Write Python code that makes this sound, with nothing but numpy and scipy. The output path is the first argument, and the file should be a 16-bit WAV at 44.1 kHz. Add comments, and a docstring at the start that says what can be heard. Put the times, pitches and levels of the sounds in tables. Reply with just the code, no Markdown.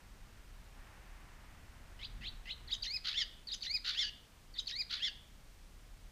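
"""Under a porch roof a barn swallow scolds from its nest: three rising chirps, then three phrases of
tick, whistle, rasp and two-voiced squeal, with two small beak clicks. The two sides of its syrinx are
phase oscillators that sound alone or modulate each other; one throat filter shapes every note.
The porch answers with brief echoes. Behind lie steady air, a low rumble, a distant rush and one soft
bump, all of coloured noise, and a thin high whine made of a pulsing sine."""
import sys
import numpy as np
from scipy import signal
from scipy.fft import rfft, irfft, next_fast_len
from scipy.io import wavfile
from scipy.ndimage import uniform_filter1d, map_coordinates

SR = 44100
rng = np.random.default_rng(int(sys.argv[2]) if len(sys.argv) > 2 else 0)


def file_out(sig):
    """Save sig as 16-bit WAV at sys.argv[1]."""
    # one column per channel
    cols = np.atleast_2d(sig).T
    # limit, then scale
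    lim = np.clip(cols, -1, 1)
    pcm = np.round(lim * 32767).astype(np.int16)
    wavfile.write(sys.argv[1], SR, pcm)


N = 269671
TIME = np.arange(N) / SR  # seconds


def amp(db):
    """Decibels to gain."""
    return 10 ** (np.asarray(db) / 20)


def unit(x):
    """Scale to rms 1."""
    return x / np.sqrt(np.mean(x ** 2) + 1e-20)


def along(points, hz):
    """Read (Hz, value) points on a log frequency axis."""
    point_hz, values = np.transpose(points)
    return np.interp(np.log(hz + 1), np.log(point_hz + 1), values)


def curves(rows, at):
    """Read each column after the first at the given values of the first."""
    first, *columns = np.transpose(rows)
    return [np.interp(at, first, column) for column in columns]


def wobble(rate, n):
    """A smooth random curve of n samples, a spline through rate random knots a second."""
    return map_coordinates(rng.standard_normal(int(n * rate / SR) + 4), [np.arange(n) * rate / SR])


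def filtered(x, response):
    """Multiply the spectrum of x by a response of frequency."""
    m = next_fast_len(N + SR // 2)  # padded so that the end does not wrap onto the start
    return irfft(rfft(x, m) * response(np.fft.rfftfreq(m, 1 / SR)), m)[:N]


def noise(spectrum):
    """White noise coloured by a (Hz, dB) spectrum, scaled to rms 1."""
    return unit(filtered(rng.standard_normal(N), lambda hz: amp(along(spectrum, hz))))


def steady_air(level_db=-63.5):
    """The even hush of the place, noise that thins towards the treble."""
    # Colour of the air: frequency_hz, relative_level_db (per Hz)
    air_colour = [(30, -9.5), (100, -5.5), (200, -7.5), (300, -13.5), (450, -15.5), (1000, -18),
                  (2500, -20), (6000, -24), (10000, -29.5), (15000, -32.5)]
    return amp(level_db) * noise(air_colour)


def low_rumble():
    """Deep outdoor noise, strongest around 40 Hz, that rises and sinks."""
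    # Colour of the rumble: frequency_hz, relative_level_db (per Hz)
    rumble_colour = [(10, -14.5), (25, -4.5), (39, 1), (48, -11), (65, -8.5), (85, -13.5), (120, -20.5),
                     (160, -30), (300, -37.5), (600, -92)]
    # Strength of the rumble through time: time_s, level_db
    rumble_level = [(0.0, -58.5), (0.45, -53), (1.41, -56.5), (2.17, -49), (3.44, -58.5), (5.04, -59),
                    (6.05, -56.5)]
    return amp(curves(rumble_level, TIME)[0]) * noise(rumble_colour)


def distant_rush():
    """Noise from far off that swells early, then dies away, with a slight unsteadiness."""
    # Colour of the rush: frequency_hz, relative_level_db (per Hz)
    rush_colour = [(70, -3), (115, 6.5), (170, -2), (270, 3.5), (450, -6.5), (800, 0.5), (1900, -0.5),
                   (3000, -8.5), (6000, -37), (12000, -39)]
    # Strength of the rush through time: time_s, level_db
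    rush_level = [(0, -68.5), (.7, -67.5), (.85, -62), (1.3, -63.5), (2, -65.5), (2.7, -66.5), (3.5, -76.5),
                  (6.1, -84)]
    level_db = curves(rush_level, TIME)[0] + 0.36 * wobble(9.1, N)
    return amp(level_db) * noise(rush_colour)


def soft_bump():
    """One low thud, a burst of dark noise under a bell-shaped envelope."""
    # The bump: centre_s, half_width_s, level_db
    centre, half_width, level_db = (2.21, 0.057, -56.5)
    envelope = np.exp(-((TIME - centre) / half_width) ** 2)
    return amp(level_db) * envelope * noise([(30, -11), (80, 1.5), (210, 2), (330, -24), (1000, -70)])


def outdoors():
    """The outdoor background: air, rumble, rush and bump."""
    return steady_air() + low_rumble() + distant_rush() + soft_bump()


def whine(whine_hz=8484, whine_db=-84, pulse_hz=30):
    """A thin electronic whine, a sine of slightly unsteady pitch that pulses 30 times a second."""
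    pulses = 1 + np.sin(2 * np.pi * pulse_hz * TIME)
    phase = 2 * np.pi * np.cumsum(whine_hz + 50 * wobble(600, N)) / SR
    return amp(whine_db) * pulses * np.sin(phase)


def porch(x, walls_db=-12, tail_db=-15):
    """Weak echoes from the near walls and ceiling, with a diffuse tail whose treble dies sooner."""
    # Decay of the tail under the roof: frequency_hz, t60_s
    porch_decay = [(1000, 0.45), (3000, 0.56), (5000, 0.38), (12000, 0.13)]
    hz, t, spectra = signal.stft(rng.standard_normal(SR * 3 // 4), SR, nperseg=256)
    decay_db = -60 * t / along(porch_decay, hz)[:, None]
    tail = signal.istft(spectra * amp(decay_db), SR, nperseg=256)[1]
    walls = np.zeros(len(tail))
    walls[rng.integers(40, 800, size=10)] = rng.standard_normal(size=10)  # 1 to 18 ms late
    answer = amp(walls_db) * walls / np.linalg.norm(walls) + amp(tail_db) * tail / np.linalg.norm(tail)
    return signal.fftconvolve(x, answer)[:N]


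def gesture(shape, times):
    """Lay a note's shape over its landmark times; its controls are rounded by muscle inertia."""
    t = TIME[round(times[0] * SR):round(times[-1] * SR)]
    progress = np.interp(t, times, np.arange(len(times)))  # 0, 1, 2, .. at the landmarks
    controls = [uniform_filter1d(c, size=110, mode="nearest") for c in curves(shape, progress)]
    return t, progress, controls


def add(out, t, note):
    """Mix a note in at its time, with soft ends."""
    ends = signal.windows.tukey(len(t), min(1, 160 / len(t)))
    out[round(t[0] * SR):][:len(t)] += note * ends


def membrane(hz, rough, jitter_hz=520, jitter_rate=1500, waver=0.0065):
    """Phase of one vibrating side of the syrinx; roughness scatters its cycles."""
    n = len(hz)
    wavering_hz = hz * (1 + waver * wobble(248.0, n))
    jitter = jitter_hz * rough * wobble(jitter_rate, n)
    return 2 * np.pi * np.cumsum(wavering_hz + jitter) / SR


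def voiced(tone, rough, rasp_db, crackle_db=7, crackle_rate=700, quiver_db=2.04):
    """Roughness adds noise that follows the tone's strength and uneven bursts; a quiver is always there."""
    n = len(tone)
    strength = np.sqrt(np.abs(uniform_filter1d(tone ** 2, size=90)))
    crackle = crackle_db * rough * (wobble(crackle_rate, n) - .5)
    bursts = amp(crackle + quiver_db * wobble(163, n))
    flutter = amp(rasp_db) * rough * strength * rng.standard_normal(n)
    return bursts * (tone + flutter)


def one_voice(hz, db, rough, harmonics_db, rasp_db):
    """One membrane sounds alone with its harmonics."""
    phase = membrane(hz, rough)
    tone = 0
    for k, harmonic_db in enumerate(harmonics_db, 1):
        audible = k * hz < SR / 2  # silent above half the sample rate
        tone = tone + amp(db + harmonic_db) * np.sin(k * phase) * audible
    return voiced(np.sqrt(2) * tone, rough, rasp_db)


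def two_voices(low_hz, high_hz, low_db, high_db, rough, partials, rasp_db, overtones_db=0):
    """Both membranes share one airstream, which makes sum and difference tones."""
    low, high = membrane(low_hz, rough), membrane(high_hz, rough)
    tone = 0
    for m, n, db in partials:
        m, n = round(m), round(n)
        order = max(1, abs(m) + abs(n))
        level_db = (abs(m) * low_db + abs(n) * high_db) / order + overtones_db * (order > 1)
        tone = tone + amp(level_db + db) * np.sin(m * low + n * high)
    return voiced(np.sqrt(2) * tone, rough, rasp_db)


def chirp(times, low_pitch, high_pitch, gain_db):
    """Two upward sweeps, each voice at its own pitch."""
    # Both voices sweep up, before pitch factors, gain and throat:
    # progress, low_hz, high_hz, low_db, high_db, roughness (0-1)
    chirp_shape = [(0, 1950, 2650, -57, -49, .3), (.35, 2000, 2780, -43, -48, .25),
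                   (.72, 2200, 3250, -41, -42.5, .27), (1, 2800, 4100, -39, -42, .12),
                   (1.6, 4030, 4450, -40.5, -45, 0.14), (2, 3750, 4450, -50, -54.5, 0)]
    # Partials: multiple_of_low, multiple_of_high, relative_level_db
    chirp_partials = [(1, 0, 0), (0, 1, 0), (2, 0, -21), (1, 1, -17), (0, 2, -25)]
    t, _, (low_hz, high_hz, *effort) = gesture(chirp_shape, times)
    voices = two_voices(low_pitch * low_hz, high_pitch * high_hz, *effort, chirp_partials, rasp_db=3.5)
    return t, amp(gain_db) * voices


def tick(times, lift_hz, low_gain_db, high_gain_db, overtones_db, dip_width=0.605):
    """A dip of varying depth, then a sharp accent; the overtones come out after the crest."""
    # The high voice dips and the low one breaks in as it recovers, before lift, gains and throat:
    # progress, low_hz, high_hz, low_db, high_db, roughness (0-1)
    tick_shape = [(0, 2030, 4620, -75, -49, .08), (.35, 1990, 4490, -60, -46.5, .14),
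                  (.75, 1900, 3600, -53, -49, 0.38), (1.3, 1950, 3600, -49, -47.5, .33),
                  (1.7, 3270, 4730, -46, -39.5, .1), (2, 3900, 4970, -30.5, -43.5, .05),
                  (2.25, 3703, 5070, -32.5, -39, 0.22), (2.55, 3000, 5030, -39.5, -49, 0.3),
                  (2.8, 3310, 5040, -41, -55, 0.38), (3, 3140, 5060, -51, -64, 0.32)]
    # Partials: multiple_of_low, multiple_of_high, relative_level_db
    tick_partials = [(1, 0, 0), (0, 1, 0), (2, 0, -8), (0, 2, -16), (3, 0, -17)]
    t, progress, (low_hz, high_hz, low_db, high_db, rough) = gesture(tick_shape, times)
    high_hz = high_hz + lift_hz * np.exp(-((progress - 1) / dip_width) ** 2)
    strain = np.interp(progress, [2, 2.5], [0, 1])
    return t, two_voices(low_hz, high_hz, low_db + low_gain_db, high_db + high_gain_db, rough,
                         tick_partials, rasp_db=4.5, overtones_db=strain * overtones_db)


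def beak_click(start, end, db, pitch_hz=4300):
    """A small noisy click of the beak, a scattered sine under strong noise."""
    t = TIME[round(start * SR):round(end * SR)]
    phase = membrane(np.full(len(t), pitch_hz), 0.96)
    return t, amp(db) * voiced(np.sin(phase), 1, rasp_db=5.5)


def whistle(times, pitch, foot_pitch, gain_db, clean=.028, torn=0.23, opening_overtones_db=-13):
    """One voice opens almost pure, drops, flicks upward twice, torn while it does, and clears for the arch."""
    # Drop, zigzag and arch, before flicks, pitch factors, gain and throat: progress, pitch_hz, level_db
    whistle_shape = [(0, 4720, -44), (.55, 4480, -29), (1, 2320, -44), (1.5, 1850, -44.5), (2, 1740, -41.5),
                     (2.1, 2030, -42), (2.33, 2050, -44), (2.6, 2280, -35.5), (2.76, 2420, -45),
                     (2.92, 2474, -33), (3.15, 2524, -32), (3.55, 2365, -33.5), (4, 1850, -45.5)]
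    # Harmonics 1, 2, ..: relative_level_db
    whistle_harmonics = [-3, 0.5, -10.5, -11.5, -10.5]
    flick_hz, flick_db = 1166, 7.5  # height and boost of each flick
    t, progress, (hz, db) = gesture(whistle_shape, times)
    hz = hz * np.interp(progress, [1, 2, 3], [pitch, foot_pitch, pitch])
    flick = np.sin(2 * np.pi * np.clip(progress, 1, 2)) ** 2
    rough = np.interp(progress, [.6, .9, 2.05, 2.15], [clean, torn, torn, clean])
    overtones_db = np.interp(progress, [.55, .8], [opening_overtones_db, 0])
    harmonics_db = [h + overtones_db * (k > 0) for k, h in enumerate(whistle_harmonics)]
    return t, one_voice(hz + flick_hz * flick, db + gain_db + flick_db * flick, rough, harmonics_db, rasp_db=1)


def rasp(times, pitch, gain_db, trill_hz=68, swing=0.17, throb_db=2.0, second_hz=1850, second_db=-5):
    """A low rough voice trills in pitch and strength; the other membrane rattles a little above it."""
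    # The low trilling voice, before trill, pitch factor, gain and throat:
    # progress, pitch_hz, level_db, trill_depth (0-1), roughness (0-1)
    rasp_shape = [(0, 1300, -57, 0.13, 0.58), (.25, 1320, -44, 0.37, 0.41), (.55, 1310, -41.5, 0.59, .32),
                  (1, 1330, -38, 0.9, .17), (1.35, 1322, -38, 0.91, .18), (1.55, 1210, -44, .42, 0.17),
                  (1.8, 1140, -44, 0.32, 0.16), (2, 1234, -44.5, 0.8, 0.15)]
    # Harmonics 1, 2, ..: relative_level_db
    rasp_harmonics = [-2.5, -4, 1, -5.5, -11.5, -17, -15, -9.5, -11]
    t, _, (hz, db, depth, rough) = gesture(rasp_shape, times)
    trill = depth * np.cos(2 * np.pi * trill_hz * (t - times[1]))
    bend = 1 + swing * trill
    db = db + gain_db + throb_db * trill
    second = amp(db + second_db) * np.sin(membrane(second_hz * bend, rough))
    first = one_voice(pitch * hz * bend, db, rough, rasp_harmonics, rasp_db=-1)
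    return t, first + second


def squeal(times, pitch, gain_db, overtones_db):
    """Both voices rise out of the rasp and fall together, thick with combination tones."""
    # Both voices arch together, before pitch factor, gains and throat:
    # progress, low_hz, high_hz, low_db, high_db, roughness (0-1), overtones_db
    squeal_shape = [(0, 1666, 2487, -46, -43, 0.38, -2), (.4, 1760, 2780, -41.5, -37.5, .27, -6),
                    (.7, 1926, 3270, -45.5, -34, .19, -2), (1, 2151, 3583, -37, -30.5, 0.2, -0.5),
                    (1.45, 2125, 3305, -34, -33, 0.16, 3), (2, 1700, 2880, -35, -33.5, .22, 0.5),
                    (2.4, 1682, 2953, -45.5, -40, 0.24, 2.5), (3, 1795, 2784, -53, -38, 0.16, -4)]
    # Partials: multiple_of_low, multiple_of_high, relative_level_db
    squeal_partials = [(1, 0, -3), (0, 1, -1), (2, 0, -8), (1, 1, -3.5), (0, 2, -11), (2, 1, -11),
                       (-1, 1, -21), (3, 0, -18), (0, 3, -13)]
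    t, _, (low_hz, high_hz, low_db, high_db, rough, bright_db) = gesture(squeal_shape, times)
    voices = two_voices(pitch * low_hz, pitch * high_hz, low_db, high_db, rough, squeal_partials,
                        rasp_db=0.0, overtones_db=bright_db + overtones_db)
    return t, amp(gain_db) * voices


def swallow():
    """The whole scolding, every sound shaped by the same throat filter."""
    # Rising chirps: start_s, turn_s, end_s, low_pitch_factor, high_pitch_factor, gain_db
    chirps = [(1.990, 2.046, 2.064, 1.03, 1.1, -4.5), (2.209, 2.268, 2.297, 1.0, 1.006, -1),
              (2.454, 2.511, 2.537, 1.0, .97, 0)]
    # Ticks: start_s, dip_s, crest_s, end_s, dip_lift_hz, low_gain_db, high_gain_db, overtones_db
    ticks = [(2.675, 2.695, 2.729, 2.757, -280, 1.5, -2, 9.5),
             (3.471, 3.505, 3.529, 3.556, 219, -3.5, 4, 20),
             (4.539, 4.563, 4.591, 4.611, -32, -2, -2.5, 12.5)]
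    # Beak clicks around the onset of a whistle: start_s, end_s, level_db (before noise and throat)
    beak_clicks = [(3.608, 3.621, -49), (4.66, 4.683, -50.5)]
    # Whistles: start_s, zigzag_start_s, arch_start_s, crest_s, end_s,
    # pitch_factor, pitch_factor_at_foot_of_arch, gain_db
    whistles = [(2.821, 2.839, 2.867, 2.953, 2.977, 1.02, 1.02, 1),
                (3.620, 3.636, 3.665, 3.748, 3.778, .995, 1.0, .5),
                (4.668, 4.686, 4.717, 4.800, 4.826, .99, .91, -.5)]
    # Rasps: start_s, loudest_s, end_s, pitch_factor, gain_db
    rasps = [(3.04, 3.074, 3.135, 0.99, 1), (3.838, 3.879, 3.953, 1.0, 2.5),
             (4.894, 4.927, 4.997, 0.97, -.5)]
    # Squeals: start_s, crest_s, foot_of_fall_s, end_s, pitch_factor, gain_db, overtones_db
    squeals = [(3.128, 3.180, 3.229, 3.241, 1.0, 0, 0), (3.945, 3.996, 4.042, 4.098, 1.0, .3, 1),
               (4.992, 5.044, 5.088, 5.101, .985, -.5, -3)]
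    # Response of windpipe and open beak: frequency_hz, gain_db
    throat = [(500, -50), (1000, -30.5), (1400, -12), (1950, -8), (2450, -11), (3000, -5.5), (3500, -1.5),
              (4000, -1.14), (5000, -4), (5700, -13), (6900, -13.5), (7600, -23.5), (8400, -43),
              (9400, -27.5), (10700, -26), (12500, -28), (15000, -42.5)]
    song = np.zeros(N)
    for *times, low_pitch, high_pitch, gain_db in chirps:
        add(song, *chirp(times, low_pitch, high_pitch, gain_db))
    for *times, lift_hz, low_db, high_db, overtones_db in ticks:
        add(song, *tick(times, lift_hz, low_db, high_db, overtones_db))
    for start, end, db in beak_clicks:
        add(song, *beak_click(start, end, db))
    for *times, pitch, foot_pitch, gain_db in whistles:
        add(song, *whistle(times, pitch, foot_pitch, gain_db))
    for *times, pitch, gain_db in rasps:
        add(song, *rasp(times, pitch, gain_db))
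    for *times, pitch, gain_db, overtones_db in squeals:
        add(song, *squeal(times, pitch, gain_db, overtones_db))
    return filtered(song, lambda hz: amp(along(throat, hz)))


def scene():
    """The outdoor background, the whine, the porch and the bird, as one channel."""
    background = outdoors() + whine()
    bird = swallow()
    return (background + porch(bird) + bird)[None]


def record(dry, top_hz=15250):
    """The microphone channel keeps nothing at or above its band limit."""
    return np.array([filtered(x, lambda hz: hz < top_hz) for x in dry])


dry = scene()
out = record(dry)
file_out(out)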